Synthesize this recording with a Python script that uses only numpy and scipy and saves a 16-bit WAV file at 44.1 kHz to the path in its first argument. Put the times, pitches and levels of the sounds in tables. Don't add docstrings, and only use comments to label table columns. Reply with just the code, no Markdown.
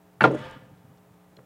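import sys
import numpy as np
from scipy import signal
from scipy.io import wavfile

SR = 44100
rng = np.random.default_rng(int(sys.argv[2]) if len(sys.argv) > 2 else 0)


def voltage_ratio(decibels):
    exponent = np.asarray(decibels, float) / 20
    return 10 ** exponent


def pcm_store(signal):
    levels = np.round(np.clip(np.atleast_2d(signal), -1, 1) * 32767)
    wavfile.write(sys.argv[1], SR, levels.astype(np.int16).T)


N = 63945
TIME = np.arange(N) / SR


def rms_one(x):
    return x / np.sqrt(np.mean(x ** 2) + 1e-20)


def in_time(rows):
    return voltage_ratio(np.interp(TIME, *np.transpose(rows)))


def drift(rate_hz):
    r = np.exp(-80 * np.pi * rate_hz / SR)
    slow = signal.lfilter([1], [1, -2 * r, r * r], rng.standard_normal(N // 40 + 2002))[2000:]
    return np.interp(np.arange(N) / 40, np.arange(len(slow)), rms_one(slow))


def butter(order, hz, kind, x):
    return signal.sosfilt(signal.butter(order, hz, kind, fs=SR, output="sos"), x)


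def ring(x, hz, t60):
    r, w = voltage_ratio(-60 / (t60 * SR)), 2 * np.pi * hz / SR
    return signal.lfilter([0, np.sin(w)], [1, -2 * r * np.cos(w), r * r], x + 1e-18)


def bands(spectrum):
    edges = 30 * 2 ** np.arange(0, 9.6, .5)
    centres = np.sqrt(edges[1:] * edges[:-1])
    hz, db = np.transpose(spectrum)
    white = rng.standard_normal((2, N))
    out = np.array([butter(2, edges[k:k + 2], "band", white[k % 2]) for k in range(len(centres))])
    out = out * voltage_ratio(np.interp(np.log(centres), np.log(hz), db))[:, None]
    return out / np.sqrt(np.mean(out.sum(0) ** 2)), centres


def resonant_noise(lines):
    white, out = rng.standard_normal(N), np.zeros(N)
    for k, (hz, width_hz, db) in enumerate(lines):
        out += voltage_ratio(db) * rms_one(ring(white, hz, 3.5 / width_hz)) * (-1) ** k
    return rms_one(out)


def swell(t, hz):
    return 1 - np.exp(-t / (0.0025 * (hz / 300) ** -1.13 + 0.000052))


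def knock(hits, modes, spread_db, in_step=False):
    out, length = np.zeros(N), SR // 2
    chance = rng.standard_normal((len(hits), len(modes)))
    signs = rng.choice([-1] if in_step else [-1, 1], chance.shape)
    for (s, db, cut_hz), row, sign in zip(hits, chance, signs):
        i = int(s * SR)
        push = butter(2, cut_hz, "low", np.eye(1, length)[0])
        sound = np.zeros(length)
        for (hz, mode_db, t60), c, g in zip(modes, row, sign):
            level = g * voltage_ratio(db + mode_db + spread_db * c)
            sound += level * ring(push, hz, t60) * swell(TIME[:length], hz)
        out[i:i + length] += sound[:N - i]
    return out


# multiple [of 60 Hz], level_db [dB rms]
HUM = [(1, -78), (3, -60), (4, -78), (5, -68), (7, -68), (9, -75), (11, -73), (13, -72), (15, -81),
       (17, -80), (19, -80)]
# pitch_hz [Hz], level_db [dB]
FLOOR = [(30, -4.5), (60, -5.5), (130, -4), (250, -11), (700, -7.5), (2000, -20.5), (4500, -29),
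         (15500, -29)]


def background():
    hum = np.zeros(N)
    for multiple, db in HUM:
        hum += np.sqrt(2) * voltage_ratio(db) * np.sin(2 * np.pi * (multiple * 60 * TIME + rng.random()))
    return hum * voltage_ratio(-1) + voltage_ratio(-62) * bands(FLOOR)[0].sum(0)


def room(x):
    t60_s, wall_cut_hz = 0.34, 5100
    out, dull = np.zeros(N), np.exp(-2 * np.pi * wall_cut_hz / SR)
    for k, lag in enumerate((rng.uniform(0.013, .04, 10) * SR).astype(int)):
        loop, gain, state = x.copy(), voltage_ratio(-60 * lag / SR / t60_s), [0.]
        for i in range(lag, N, lag):
            back, state = signal.lfilter([gain * (1 - dull)], [1, -dull], loop[i - lag:i], zi=state)
            loop[i:i + lag] += back[:N - i]
        out += (loop - x) * (-1) ** k
    return out


# time_s [s], level_db [dB]
HAND_LEVEL = [(0, -101), (.2, -56), (.4, -69), (.6, -62), (.8, -60), (1.0, -63.5), (1.2, -67),
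              (1.45, -72.5)]


def hands(lumpy_db):
    rumble = rms_one(butter(2, [97, 159.4], "band", rng.standard_normal(N)))
    return in_time(HAND_LEVEL) * voltage_ratio(lumpy_db * drift(4)) * rumble


# start_s [s], level_db [dB], contact_cut_hz [Hz]
NUDGES = [(.4, -33, 310), (.52, -55, 402), (.558, -38, 260), (.62, -45.5, 405), (.66, -47, 254),
          (.715, -43.5, 259), (.84, -46, 245.5), (.895, -48.5, 250), (1.38, -46.5, 302), (1.43, -59, 298)]
# pitch_hz [Hz], level_db [dB], t60_s [s]
TOP_MODES = [(91, -17, 0.056), (112.9, -14, 0.2), (132, 2, 0.13), (227, 2.5, 0.052), (280.2, -4.5, 0.12),
             (508.5, -6, 0.62)]


def nudges():
    return knock(NUDGES, TOP_MODES, spread_db=0.5)


# start_s [s], level_db [dB], contact_cut_hz [Hz]
LANDINGS = [
    (.208, -24.5, 403),
    (.25, -16, 300),
]
# pitch_hz [Hz], level_db [dB], t60_s [s]
BOOM_MODE = [(134.35, -6, 0.39)]


def table_boom():
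    return knock(LANDINGS, BOOM_MODE, spread_db=-3.0)


# centre_s [s], length_s [s], level_db [dB]
PUFFS = [(0.318, 0.012, -60.5), (0.348, 0.014, -64), (0.395, 0.048, -66), (0.45, 0.022, -73)]
# pitch_hz [Hz], width_hz [Hz], level_db [dB]
WHISTLES = [(5440, 270, -6), (6670, 720, 3.5), (8540, 600, -1), (9800, 270, -4.5)]


def whistles(flutter_db):
    gate = sum(voltage_ratio(db) * np.exp(-2 * ((TIME - s) / length) ** 2) for s, length, db in PUFFS)
    return gate * voltage_ratio(flutter_db * drift(30)) * butter(2, 4000, "high", resonant_noise(WHISTLES))


# start_s [s], level_db [dB], pitch_hz [Hz], t60_s [s]
TICKS = [(0.2074, -44.5, 10100, 0.011), (0.2181, -47, 6960, .012), (0.2338, -47, 6900, .008),
         (.2455, -46, 8110, 0.016), (0.2517, -70, 6660, 0.021), (0.2384, -44, 6000, 0.0092),
         (.2505, -59, 4500, .01), (0.971, -68.5, 3800, .04), (0.98, -68, 3630, 0.028),
         (1.3708, -59, 2680, 0.012), (1.404, -65.5, 1600, 0.02)]


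def ticks():
    out, t = np.zeros(N), TIME[:2000]
    white = rng.standard_normal((len(TICKS), 2000))
    for (s, db, hz, t60), w in zip(TICKS, white):
        i = int(s * SR)
        burst = rms_one(butter(2, [hz * .62, min(hz * 1.6, .45 * SR)], "band", w))
        out[i:i + 2000] += burst * voltage_ratio(db + 1.5 - 60 * t / t60) * swell(t, hz)
    return out


# start_s [s], level_db [dB], pitch_hz [Hz]
SNAPS = [(0.2322, -30, 6006), (0.4997, -47, 7060), (0.5123, -37.5, 6500), (1.3879, -47, 920),
         (1.3916, -43.5, 1200), (1.3951, -48.5, 750)]


def snaps():
    out = np.zeros(N)
    for s, db, hz in SNAPS:
        i = int(s * SR)
        pulse = butter(2, [hz * .55, hz * 1.6], "band", np.eye(1, 1000)[0])
        pulse = butter(2, hz * 1.8, "low", pulse)
        out[i:i + 1000] += voltage_ratio(db) * pulse / np.abs(pulse).max()
    return out


# start_s [s], level_db [dB], contact_cut_hz [Hz]
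FLICKS = [
    (1.3672, -56, 9050),
    (1.3688, -59, 8150),
]
# pitch_hz [Hz], level_db [dB], t60_s [s]
CORNER_MODES = [(3320, 0.5, 0.014), (4140, 3.5, 0.022), (4550, -8, .012), (5560, -2, 0.017),
                (7100, -3, .012)]


def nail_flicks():
    return knock(FLICKS, CORNER_MODES, spread_db=-2.5)


# time_s [s], level_db [dB]
SLIDE = [(.2, -78), (.26, -41.5), (.33, -50.5), (.39, -44.5), (.46, -44), (.54, -50), (.61, -59),
         (.7, -67.5), (.95, -75.5)]
# pitch_hz [Hz], level_db [dB per Hz]
RUB = [(150, -1), (300, -6.5), (700, -13), (1500, -13.5), (3200, -18), (4500, -27.5), (8000, -39.5),
       (14000, -54.5)]
# pitch_hz [Hz], width_hz [Hz], level_db [dB]
SLEEVE_LINES = [(521.3, 22, 5), (674.5, 22, 0.5), (892, 35, 5), (1220, 59, 4), (1420, 29.9, -0.5),
                (1600, 50, 1), (1754, 20, -1.5), (1970, 20, -3.5), (2240, 43, -6.5), (2977, 70, -4.5),
                (3360, 120, -6.5)]


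def sleeve(patchy_db, grain_db):
    noise, centres = bands(RUB)
    level, shared = in_time(SLIDE), drift(25)
    fade_db = 20 * np.log10(level / level.max())
    rub = np.zeros(N)
    for band, hz in zip(noise, centres):
        dulling_db = fade_db * 0.088 * max(np.log2(hz / 2000), 0)
        rub += band * voltage_ratio(patchy_db * (.6 * shared + drift(4.7)) + dulling_db)
    return level * voltage_ratio(grain_db * drift(152)) * (rub + voltage_ratio(1) * resonant_noise(SLEEVE_LINES))


# start_s [s], level_db [dB], contact_cut_hz [Hz]
SOFT_HITS = [(0.3001, -27.5, 807), (.308, -21.5, 800), (0.316, -47, 780), (0.323, -24.5, 760),
             (.335, -26, 900), (.345, -22.5, 760), (.395, -48, 606), (0.422, -46.5, 594), (1.328, -58, 700),
             (1.362, -72, 900), (1.373, -53, 890), (1.3865, -47, 900), (1.395, -67, 900), (1.402, -62, 728)]
# pitch_hz [Hz], level_db [dB], t60_s [s]
LOOSE_MODES = [(235, -1.5, 0.044), (316.5, -0.5, 0.072), (421, 2, 0.061), (511, -13, 0.18),
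               (532, 8.5, 0.02), (604, -12.5, 0.21), (950, -34, .05), (1200, -21, 0.017)]


def soft_rebounds():
    return knock(SOFT_HITS, LOOSE_MODES, spread_db=2.0)


# start_s [s], level_db [dB], contact_cut_hz [Hz]
EDGE_HITS = [(.2071, -25, 6000), (.2093, -16, 5500), (.2186, -18, 5000), (.2255, -31.5, 1209),
             (.2316, -32.5, 6000)]
# pitch_hz [Hz], level_db [dB], t60_s [s]
EDGE_MODES = [(157, -7.5, 0.15), (213, -1.5, 0.1), (403, -10.5, .03), (600, -13.5, 0.03),
              (891.5, -6.5, 0.091), (1227, -11, 0.03), (1420, 0.5, 0.016), (1537, 5.5, 0.015),
              (1710, -3.5, 0.036), (2060, -11.5, 0.047), (2200, -11.5, 0.07), (2703, -13.5, 0.048),
              (3025, -17.5, 0.05), (4500, -22.5, 0.04)]


def edge_landing():
    return knock(EDGE_HITS, EDGE_MODES, spread_db=4.5, in_step=True)


# start_s [s], level_db [dB], contact_cut_hz [Hz]
FLAT_HITS = [(0.2395, -3.5, 4500), (0.2421, -23, 4000), (0.2444, -15.5, 3007), (.2485, -7, 1500),
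             (0.255, -13.5, 915.5), (0.2619, -20, 700), (0.273, -21, 1600)]
# pitch_hz [Hz], level_db [dB], t60_s [s]
PANEL_MODES = [(189, -13, 0.091), (292.3, -8, 0.091), (458, -18.5, 0.06), (531.6, -6, 0.12),
               (609, -14, .09), (789.5, -8, 0.041), (890, -5.5, 0.035), (1012, -11.5, 0.05),
               (1200, -6.5, 0.021), (1378, -7.5, 0.057), (1795, -16, 0.05), (2022, -13.5, .04),
               (2260, -18.5, 0.04), (3067, -11, 0.02)]


def flat_slap():
    return knock(FLAT_HITS, PANEL_MODES, spread_db=4.5, in_step=True)


# pitch_hz [Hz], level_db [dB per Hz]
CRACK = [(60, -46.5), (130, -19), (300, -2.5), (700, -1), (1500, -11.5), (2800, -8.5), (5000, -36.5),
         (15000, -51)]


def board_crack():
    noise, centres = bands(CRACK)
    hz = centres[:, None]
    t60 = 0.1 * (hz / 1000) ** -0.6
    edge = [(s, db + 4, cut_hz) for s, db, cut_hz in EDGE_HITS]
    out = np.zeros(N)
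    for s, db, cut_hz in edge + FLAT_HITS + SOFT_HITS:
        i = int(s * SR)
        part = noise[:, i:i + SR // 4]
        t = TIME[:part.shape[1]]
        dull = 1 / (1 + (hz / (2 * cut_hz)) ** 2)
        decay = voltage_ratio(db - 14.5 - 60 * t / t60)
        out[i:i + SR // 4] += (part * dull * swell(t, hz) * decay).sum(0)
    return out


def scene():
    jacket = edge_landing() + flat_slap() + soft_rebounds() + board_crack()
    paper = sleeve(patchy_db=0.35, grain_db=-0.6) + whistles(flutter_db=3.0) + ticks() + snaps()
    near = jacket + paper + nail_flicks() + nudges()
    far = hands(lumpy_db=-2.5) + background() + table_boom()
    return (near + voltage_ratio(-31) * room(near) + far)[None]


def low_pass(x):
    return signal.sosfilt(signal.butter(12, 16620, fs=SR, output="sos"), x)


def record(dry):
    x = butter(3, 70, "high", dry)
    x = x / (1 + np.abs(x / 0.95) ** 4) ** .25
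    x = signal.sosfilt(signal.cheby2(10, 30, 16450, fs=SR, output="sos"), x)
    return low_pass(x)


dry = scene()
out = record(dry)
pcm_store(out)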